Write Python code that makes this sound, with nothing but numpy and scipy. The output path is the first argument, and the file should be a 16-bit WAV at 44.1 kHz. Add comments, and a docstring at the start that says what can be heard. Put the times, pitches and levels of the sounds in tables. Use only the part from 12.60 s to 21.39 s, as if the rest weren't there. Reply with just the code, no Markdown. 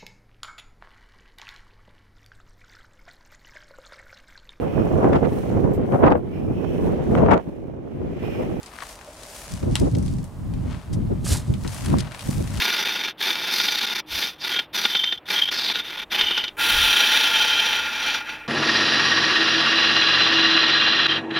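"""A gouge hollows a waist into a wood blank spinning on a lathe, close up and in mono in a dry workshop.
Snapping fibres excite the resonances of blank, gouge and tool rest, and stick-slip at the edge squeals.
Choppy roughing strokes throw chips amid low gusts, then one long deep cut fades out. From across the
lathe, where the motor hums louder, a finishing cut throbs with every turn of the blank."""
import sys
import numpy as np
from scipy import signal
from scipy.fft import rfft, irfft, next_fast_len
from scipy.io import wavfile

SR = 44100
rng = np.random.default_rng(int(sys.argv[2]) if len(sys.argv) > 2 else 0)


def dump(signal):
    """Clip the signal to [-1, 1] and save it as 16-bit WAV at the path in sys.argv[1]."""
    limited = np.clip(np.atleast_2d(signal).T, -1, 1)
    pcm = np.round(limited * 32767).astype(np.int16)
    wavfile.write(sys.argv[1], SR, pcm)


N = 387638
TAPS = 8192
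TIME = np.arange(N) / SR
HZ = np.maximum(np.fft.rfftfreq(TAPS, 1 / SR), 1)

TURN_HZ, MOTOR_HZ = 16.5, 49.53   # about three turns of the motor to one of the blank
FAR_SIDE_S = 5.878   # from here on the lathe is heard from its far side
DRONE_HZ, DRONE_DB, DRONE_BUILD_S = 327.3, -35, 0.14
BEAT_DB, BEAT_PERIOD_S, BEAT_PEAK_S = 4.5, 0.96, 6.86

# Low gusts: t/s, peak level/dB, half-length/s
GUST_PULSES = [(1.55, -43, .04), (3.64, -50, .04), (4.193, -34, 0.078), (4.796, -53.5, 1.4)]
# Spectra of the gusts and of the lathe's rush from either side: f/Hz, relative density/dB
GUST_SPECTRUM = [(12, -20), (28, -0.5), (80, -6), (300, -38)]
NEAR_RUSH_SPECTRUM = [(24, -22), (40, -5.5), (321, -2), (856, -5), (3300, -17), (6880, -52), (14000, -37)]
FAR_RUSH_SPECTRUM = [(24, -39), (40, -31.5), (329, -5), (453, -10.5), (1120, -15), (1500, -47), (8160, -58),
                     (14000, -100)]
# Rush of belt and bearings on the far side: t/s, level/dB
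FAR_RUSH_LEVEL = [(5.9, -28.5), (6.4, -31.5), (7.1, -34), (8.7, -34.5)]
# Motor tones: f/Hz, near level/dB, mean far level/dB, width/Hz
MOTOR_TONES = [(100.5, -71.5, -50, 3.9), (145, -72, -44.5, 6.8), (229.4, -87, -44.5, 7.6),
               (310, -57.5, -70, 5.1)]
# Modes of blank, gouge and tool rest in each cut: f/Hz, half-width/Hz (at least 32 is used), gain/dB
ROUGHING_RESONANCES = [(373, 28, -9.5), (880, 84, -8.5), (1437, 26, -3), (2000, 23, -32), (2330, 25, -2),
                       (3214, 116, -0.5), (3585, 115, 6.5), (4210, 270, -9), (4830, 104, -8),
                       (5370, 29, -8.5), (5880, 67, -11.5)]
DEEP_RESONANCES = [(870, 44, -1), (1413, 21, 4.5), (2384, 25, 4.5), (2622, 66, 2), (3153, 87, 1),
                   (3570, 200, -3), (4000, 140, -6), (4340, 68, -11), (4494, 29, -7.5), (4820, 130, -11.5),
                   (5220, 78, -13), (5770, 154, -10)]
FINISHING_RESONANCES = [(1140.6, 11, 6.5), (1699, 60, 8.5), (1861, 16, 10.5), (2537, 69, 3), (2783, 34, 7),
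                        (3120, 60, -24), (3440, 99, -27), (3997, 61, 3.5), (4540, 82, -5.5),
                        (4990, 155, -7), (5670, 40, -6)]
# Broad response beneath the modes: f/Hz, relative density/dB
ROUGHING_SPECTRUM = [(110, -40), (175, -6.5), (700, -9.5), (1250, -5), (1550, 0.5), (3400, 3.5),
                     (4600, -12), (6100, -12.5), (7600, -29), (13000, -18), (16000, -28.5)]
DEEP_SPECTRUM = [(90, -31.5), (210, -12.5), (380, -9), (600, -11), (1250, -6.5), (1550, 2.5), (2150, -2),
                 (3400, -1.5), (4600, -29), (6800, -21), (7700, -36), (10700, -25.5), (11500, -28.5),
                 (16000, -31)]
FINISHING_SPECTRUM = [(90, -38), (230, -8), (700, -2), (1500, 9.5), (2200, 3.5), (3400, 4), (4400, -4.5),
                      (5500, -7.5), (6500, -23.5), (9000, -66), (10700, -38), (11500, -56), (16000, -60)]
# Rasp of the wood, ring of the gouge, hiss of the edge and spray of chips, one row each:
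# level at full pressure/dB, sensitivity to pressure/(dB/dB), trend/(dB/s)
ROUGHING_BANDS = [(-19, 1.22, -2.5), (-21.5, 0.96, -4), (-20, 1.36, -9), (-30.5, 1.18, -14)]
DEEP_BANDS = [(-23, 0.65, -0.65), (-22, 1.3, -0.2), (-31, 1.33, 1.9), (-31.5, 0.8, -7.5)]
FINISHING_BANDS = [(-22.5, 0.73, -0.45), (-24, 1.16, 0.83), (-25, 1.53, -4), (-44.5, 0.5, -4.5)]
# Roughing strokes: start/s, end/s, entry/s, lift/s, pressure level/dB, easing/(dB/s), brightness/dB
ROUGHING_STROKES = [(-.05, 0.53, .03, 0.031, -24.5, 8, 1), (.573, 0.943, .048, .04, -28.5, 2, 1),
                    (0.891, 1.413, 0.03, 0.015, -28, 2.5, 4), (1.46, 1.774, .095, .15, -29, 3, 4.5),
                    (1.768, 2.064, 0.13, 0.12, -29.5, -7, 0), (2.128, 2.591, 0.022, 0.016, -26, 32, 3),
                    (2.655, 2.916, 0.077, 0.039, -21, 64, 0), (2.9, 3.253, 0.017, 0.076, -30.5, -0.5, -0.5),
                    (3.182, 3.446, 0.11, 0.014, -33.5, -3, -3.5), (3.498, 3.935, 0.032, 0.1, -25.5, 20, -3)]
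# Pressure on the gouge in the long cuts, expressed as loudness: t/s, level/dB
DEEP_PRESSURE = [(3.97, -46), (3.99, -25), (4.022, -21), (4.208, -17.5), (4.668, -19.5), (5.096, -22),
                 (5.314, -27.5), (5.54, -22.5), (5.642, -40), (5.694, -30.5), (5.87, -50)]
FINISHING_PRESSURE = [(5.88, -30), (6.09, -20.5), (7.88, -18), (8.45, -19), (8.57, -24), (8.63, -46),
                      (8.7, -48), (8.71, -29.5), (8.72, -37), (8.77, -22.5), (8.79, -24)]
# The edge catches and tears out a splinter: t/s, relative peak level/dB
SPLINTERS = [(.614, -13), (.703, -12), (1.001, -8), (1.085, -9), (1.626, -8), (1.964, -10), (1.992, -6),
             (2.253, -4), (2.352, -6), (2.441, -8), (2.526, -11), (2.79, -8), (2.888, -12), (3.101, -9),
             (3.157, -11), (3.612, -4), (3.71, -10), (3.778, -6), (3.841, -11), (3.882, -16)]
# Squeals of the gouge: start/s, end/s, f/Hz, width/Hz, level/dB
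GOUGE_SQUEALS = [(1.909, 2.014, 3230, 60, -22.5), (2.24, 2.589, 3540, 60.3, -28),
                 (2.288, 2.588, 3150, 70, -27), (2.727, 2.907, 3195, 80, -23.5),
                 (3.516, 3.897, 3050, 130, -25), (4.6, 5.25, 3150, 25, -26.5), (6.7, 8.2, 2800, 45.2, -27),
                 (7.2, 8.559, 4058, 36, -27), (8.481, 8.585, 3180, 30, -25)]
# Hoarse whistles of fresh bites: start/s, end/s, level/dB
BITE_WHISTLES = [(0.899, 1.35, -29.5), (1.795, 1.956, -35.5), (2.135, 2.34, -30.5), (2.908, 3.21, -26.5)]


def from_db(db):
    """Amplitude ratio of a level: 20 dB to a factor of ten."""
    return 10 ** (np.asarray(db) / 20)


def rms_one(x):
    """Normalisation to unit mean power."""
    return x / np.sqrt(np.mean(x ** 2) + 1e-20)


def level_curve(points):
    """Linear interpolation of a level in dB at every sample."""
    return np.interp(TIME, *np.transpose(points))


def colour(spectrum):
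    """Amplitude response, interpolated in dB over logarithmic frequency."""
    hz, db = np.transpose(spectrum)
    return from_db(np.interp(np.log(HZ), np.log(hz), db))


def drift(rate_hz):
    """Random fluctuation: Gaussian noise low-passed at rate_hz, rms 1."""
    size = next_fast_len(N)
    lowpass = 1 + (np.fft.rfftfreq(size, 1 / SR) / rate_hz) ** 4
    return rms_one(irfft(rfft(rng.standard_normal(size)) / lowpass)[:N])


def through(x, gain):
    """Minimum-phase filtering by the folded cepstrum; the power of white noise is conserved."""
    cepstrum = irfft(np.log(gain / gain.max() + 1e-6))
    cepstrum[1:TAPS // 2] *= 2
    cepstrum[TAPS // 2 + 1:] = 0
    response = irfft(np.exp(rfft(cepstrum)))
    return signal.oaconvolve(x, response / np.linalg.norm(response))[:N]


def workshop(x, level_db, t60_s, dull_hz):
    """Reverberation: the cluttered room returns a weak, dull, exponentially decaying tail."""
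    age = TIME[:TAPS]
    tail = rng.standard_normal(TAPS) * from_db(-60 * age / t60_s) * (age > .004)
    tail = signal.sosfilt(signal.butter(2, dull_hz, fs=SR, output="sos"), tail / np.linalg.norm(tail))
    return from_db(level_db) * signal.oaconvolve(x, tail)[:N]


def buffeting():
    """Gusts on the near side: low-frequency noise under Gaussian envelopes."""
    strength = sum(from_db(db) * np.exp(-((TIME - s) / half_s) ** 2) for s, db, half_s in GUST_PULSES)
    return (TIME < FAR_SIDE_S) * strength * through(rng.standard_normal(N), colour(GUST_SPECTRUM))


def machine_tone(hz, width_hz, waver_db):
    """Random modulation of phase and amplitude broadens a spectral line."""
    phase = 2 * np.pi * hz * TIME + 0.24 * drift(width_hz)
    return rms_one(np.sin(phase) * from_db(waver_db * drift(width_hz)))


def headstock():
    """Slow beats modulate a far-side drone that builds up as the cut loads the spindle."""
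    beat = np.cos(2 * np.pi * (TIME - BEAT_PEAK_S) / BEAT_PERIOD_S)
    load = 1 - np.exp(-np.maximum(TIME - FAR_SIDE_S, 0) / DRONE_BUILD_S)
    return load * from_db(DRONE_DB + BEAT_DB * beat) * machine_tone(DRONE_HZ, width_hz=8, waver_db=2)


def lathe(near_rush_db):
    """Motor tones superpose on the broadband rush of belt and bearings, louder on the far side."""
    far = np.clip((TIME - FAR_SIDE_S) / .006, 0, 1)
    white = rng.standard_normal(N)
    far_rush_db = level_curve(FAR_RUSH_LEVEL)
    near_rush = from_db(near_rush_db) * through(white, colour(NEAR_RUSH_SPECTRUM))
    far_rush = from_db(far_rush_db) * through(white, colour(FAR_RUSH_SPECTRUM))
    swell_db = far_rush_db - np.average(far_rush_db, weights=far)
    hum = np.zeros(N)
    for hz, near_db, far_db, width_hz in MOTOR_TONES:
        amplitude = (1 - far) * from_db(near_db) + far * from_db(far_db + swell_db)
        hum += amplitude * machine_tone(hz, width_hz, waver_db=2.8)
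    return (1 - far) * near_rush + far * far_rush + hum


def stick_slip(start, end, first_hz, last_hz, width_hz):
    """Friction oscillation of the edge: narrow-band noise on a carrier, swelling and fading."""
    out, during = np.zeros(N), (TIME > start) & (TIME < end)
    progress = np.linspace(0, 1, during.sum())
    phase = 2 * np.pi * np.cumsum(first_hz * (last_hz / first_hz) ** progress) / SR
    lowpass = signal.butter(2, width_hz, fs=SR, output="sos")
    waver = signal.sosfilt(lowpass, rng.standard_normal((2, SR // 2 + len(phase))))[:, SR // 2:]
    envelope = np.sqrt(np.abs(np.sin(np.pi * progress)))
    out[during] = envelope * rms_one(waver[0] * np.cos(phase) + waver[1] * np.sin(phase))
    return out


def squeals():
    """Stick-slip gives squeals of steady pitch, and whistles that fall as a fresh bite deepens."""
    steady = sum(from_db(db) * stick_slip(start, end, hz, hz, width_hz)
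                 for start, end, hz, width_hz, db in GOUGE_SQUEALS)
    falling = sum(from_db(db) * stick_slip(start, end, first_hz=5000, last_hz=3330, width_hz=610)
                  for start, end, db in BITE_WHISTLES)
    return steady + falling


def body(spectrum, modes, broad_db):
    """Modes add in power to a broad response; a half-width of at least 32 Hz keeps each ring short."""
    peaks = sum(from_db(2 * db) / (1 + ((HZ - hz) / max(width, 32)) ** 2) ** 2 for hz, width, db in modes)
    return np.sqrt(peaks + (from_db(broad_db) * colour(spectrum)) ** 2)


def split_bands(response):
    """Power-complementary division of a response into rasp, ring, hiss and spray."""
    below = [1 / (1 + (HZ / edge_hz) ** 24) for edge_hz in (2800, 4200, 7500)]
    shares = np.diff(below, axis=0, prepend=0, append=1)
    return response * np.sqrt(np.abs(shares))


def snaps(per_s, spread_db):
    """Shot noise: random impulses of uneven size, rms 1."""
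    sizes = from_db(spread_db * np.minimum(rng.exponential(1, N), 4))
    return rms_one(sizes * rng.choice([-1, 1], N) * (rng.random(N) < per_s / SR))


def fibres(per_s, spread_db, repeat):
    """Fracture of fibres: the share `repeat` of the power recurs with each motor turn and buzzes."""
    periodic = np.resize(snaps(per_s, spread_db)[:round(SR / MOTOR_HZ)], N)
    return np.sqrt(1 - repeat) * snaps(per_s, spread_db) + np.sqrt(repeat) * rms_one(periodic)


def catches(response, level_db, swell_s, die_s, dull_hz):
    """Transient excitation: each catch is a brief crunch of fibres that sets the gouge ringing."""
    force = np.zeros(N)
    for s, db in SPLINTERS:
        during = np.abs(TIME - s) < .05
        age = TIME[during] - s
        force[during] += from_db(db + level_db) * np.exp(np.minimum(age / swell_s, -age / die_s))
    return through(force * snaps(12000, spread_db=1.5), response / (1 + (HZ / dull_hz) ** 4))


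def skips(loss_db, rate_hz):
    """Loss of contact: the level drops briefly when the edge jumps off the wood."""
    return from_db(-loss_db * np.maximum(drift(rate_hz) - 1, 0))


def bite(throb_db, double_db, judder_db, judder_hz, grit_db):
    """Modulation of cutting depth: once and twice a turn as the grain comes round, and at random."""
    angle = 2 * np.pi * TURN_HZ * (TIME - .035)   # the high spot first meets the edge at 35 ms
    turning = throb_db * np.cos(angle) + double_db * np.cos(2 * angle)
    judder = judder_db * 2 * np.tanh(drift(judder_hz) / 2)
    return rms_one(from_db(turning + judder + grit_db * drift(rate_hz=240)))


def band_gains(bands, pressure_db, age, full_db=-20):
    """Each band follows a power law of pressure, with its own trend as the edge sinks in."""
    return np.array([from_db(db + sensitivity * (pressure_db - full_db) + db_per_s * age)
                     for db, sensitivity, db_per_s in bands])


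def long_stroke(pressure, bands, margin_s=.002):
    """Sustained contact: the band gains follow the varying pressure of the hand."""
    start, end = pressure[0][0], pressure[-1][0]
    during = (TIME > start - margin_s) & (TIME < end + margin_s)
    return during * band_gains(bands, level_curve(pressure), during * (TIME - start))


def short_strokes(clear_db):
    """Intermittent contact: strokes enter, ease off or bear down, and lift; overlaps add in power."""
    power = np.zeros((4, N))
    for start, end, entry_s, lift_s, level_db, easing_db_per_s, bright_db in ROUGHING_STROKES:
        during = (TIME > start) & (TIME < end)
        age = TIME[during] - start
        clearance = np.clip(np.maximum(1 - age / entry_s, 1 - (end - start - age) / lift_s), 0, 1)
        pressure_db = level_db - easing_db_per_s * age - clear_db * clearance ** 2
        brightness = from_db([[0], [0], [bright_db], [bright_db]])
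        power[:, during] += (band_gains(ROUGHING_BANDS, pressure_db, age) * brightness) ** 2
    return np.sqrt(power)


def cut(gains, response, depth, per_s, spread_db, repeat, rasp_exponent):
    """Forced vibration: one depth of cut modulates the impulses of wood, gouge, edge and chips."""
    rasp, ring, hiss, spray = gains
    forces = [rasp * depth ** rasp_exponent * fibres(per_s, spread_db, repeat),
              ring * depth * snaps(per_s, spread_db),
              hiss * depth * snaps(per_s, spread_db),
              spray * depth * snaps(5000, spread_db=2.2)]
    return sum(through(force, band) for force, band in zip(forces, split_bands(response)))


def finishing(squeal):
    """Periodic amplitude modulation: a fine cut throbs with the turning blank."""
    response = body(FINISHING_SPECTRUM, FINISHING_RESONANCES, broad_db=-6)
    depth = bite(throb_db=.9, double_db=.25, judder_db=.2, judder_hz=60, grit_db=.4)
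    gains = long_stroke(FINISHING_PRESSURE, FINISHING_BANDS)
    shaving = cut(gains, response, depth, per_s=16000, spread_db=1.6, repeat=.27, rasp_exponent=2.5)
    return shaving + squeal * depth


def deep_cut(squeal):
    """Continuous excitation: the buried edge peels an even stream of shavings."""
    response = body(DEEP_SPECTRUM, DEEP_RESONANCES, broad_db=-4)
    depth = bite(throb_db=.5, double_db=.5, judder_db=1.63, judder_hz=50, grit_db=.45)
    gains = long_stroke(DEEP_PRESSURE, DEEP_BANDS)
    peeling = cut(gains, response, depth, per_s=12000, spread_db=2.5, repeat=.18, rasp_exponent=.76)
    return peeling + squeal * depth


def roughing(squeal):
    """Irregular excitation: the gouge bounces, skips and catches on the blank; its squeal breaks up."""
    response = body(ROUGHING_SPECTRUM, ROUGHING_RESONANCES, broad_db=-8.5)
    bounce = bite(throb_db=.2, double_db=.6, judder_db=2.1, judder_hz=50, grit_db=1)
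    depth = rms_one(bounce * skips(loss_db=8, rate_hz=50))
    gains = short_strokes(clear_db=28)
    strokes = cut(gains, response, depth, per_s=10000, spread_db=3.5, repeat=0, rasp_exponent=1.1)
    splinters = catches(response, level_db=-6.5, swell_s=.0022, die_s=.0048, dull_hz=9500)
    return strokes + squeal * rms_one(depth ** 1.55) + splinters


def scene():
    """Superposition of cuts, room, machine and gusts, alike in both channels."""
    squeal = squeals()
    deep, far = TIME > DEEP_PRESSURE[0][0], TIME > FAR_SIDE_S
    cutting = roughing(squeal * ~deep) + deep_cut(squeal * (deep & ~far)) + finishing(squeal * far)
    room = workshop(cutting, level_db=-13.5, t60_s=.028, dull_hz=4900)
    mono = cutting + room + lathe(near_rush_db=-51) + headstock() + buffeting()
    return np.array([mono, mono])


def record(dry):
    """Attenuation: the level dips briefly late in the finishing cut; a steep low-pass cuts the top."""
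    dip_s, dip_db, recovery_s, cutoff_hz = 8.47, -20, .009, 15850
    dip = from_db(dip_db * (TIME > dip_s) * np.exp(-np.abs(TIME - dip_s) / recovery_s))
    return signal.sosfilt(signal.ellip(12, .1, 80, cutoff_hz, fs=SR, output="sos"), dry * dip)


dry = scene()
out = record(dry)
dump(out)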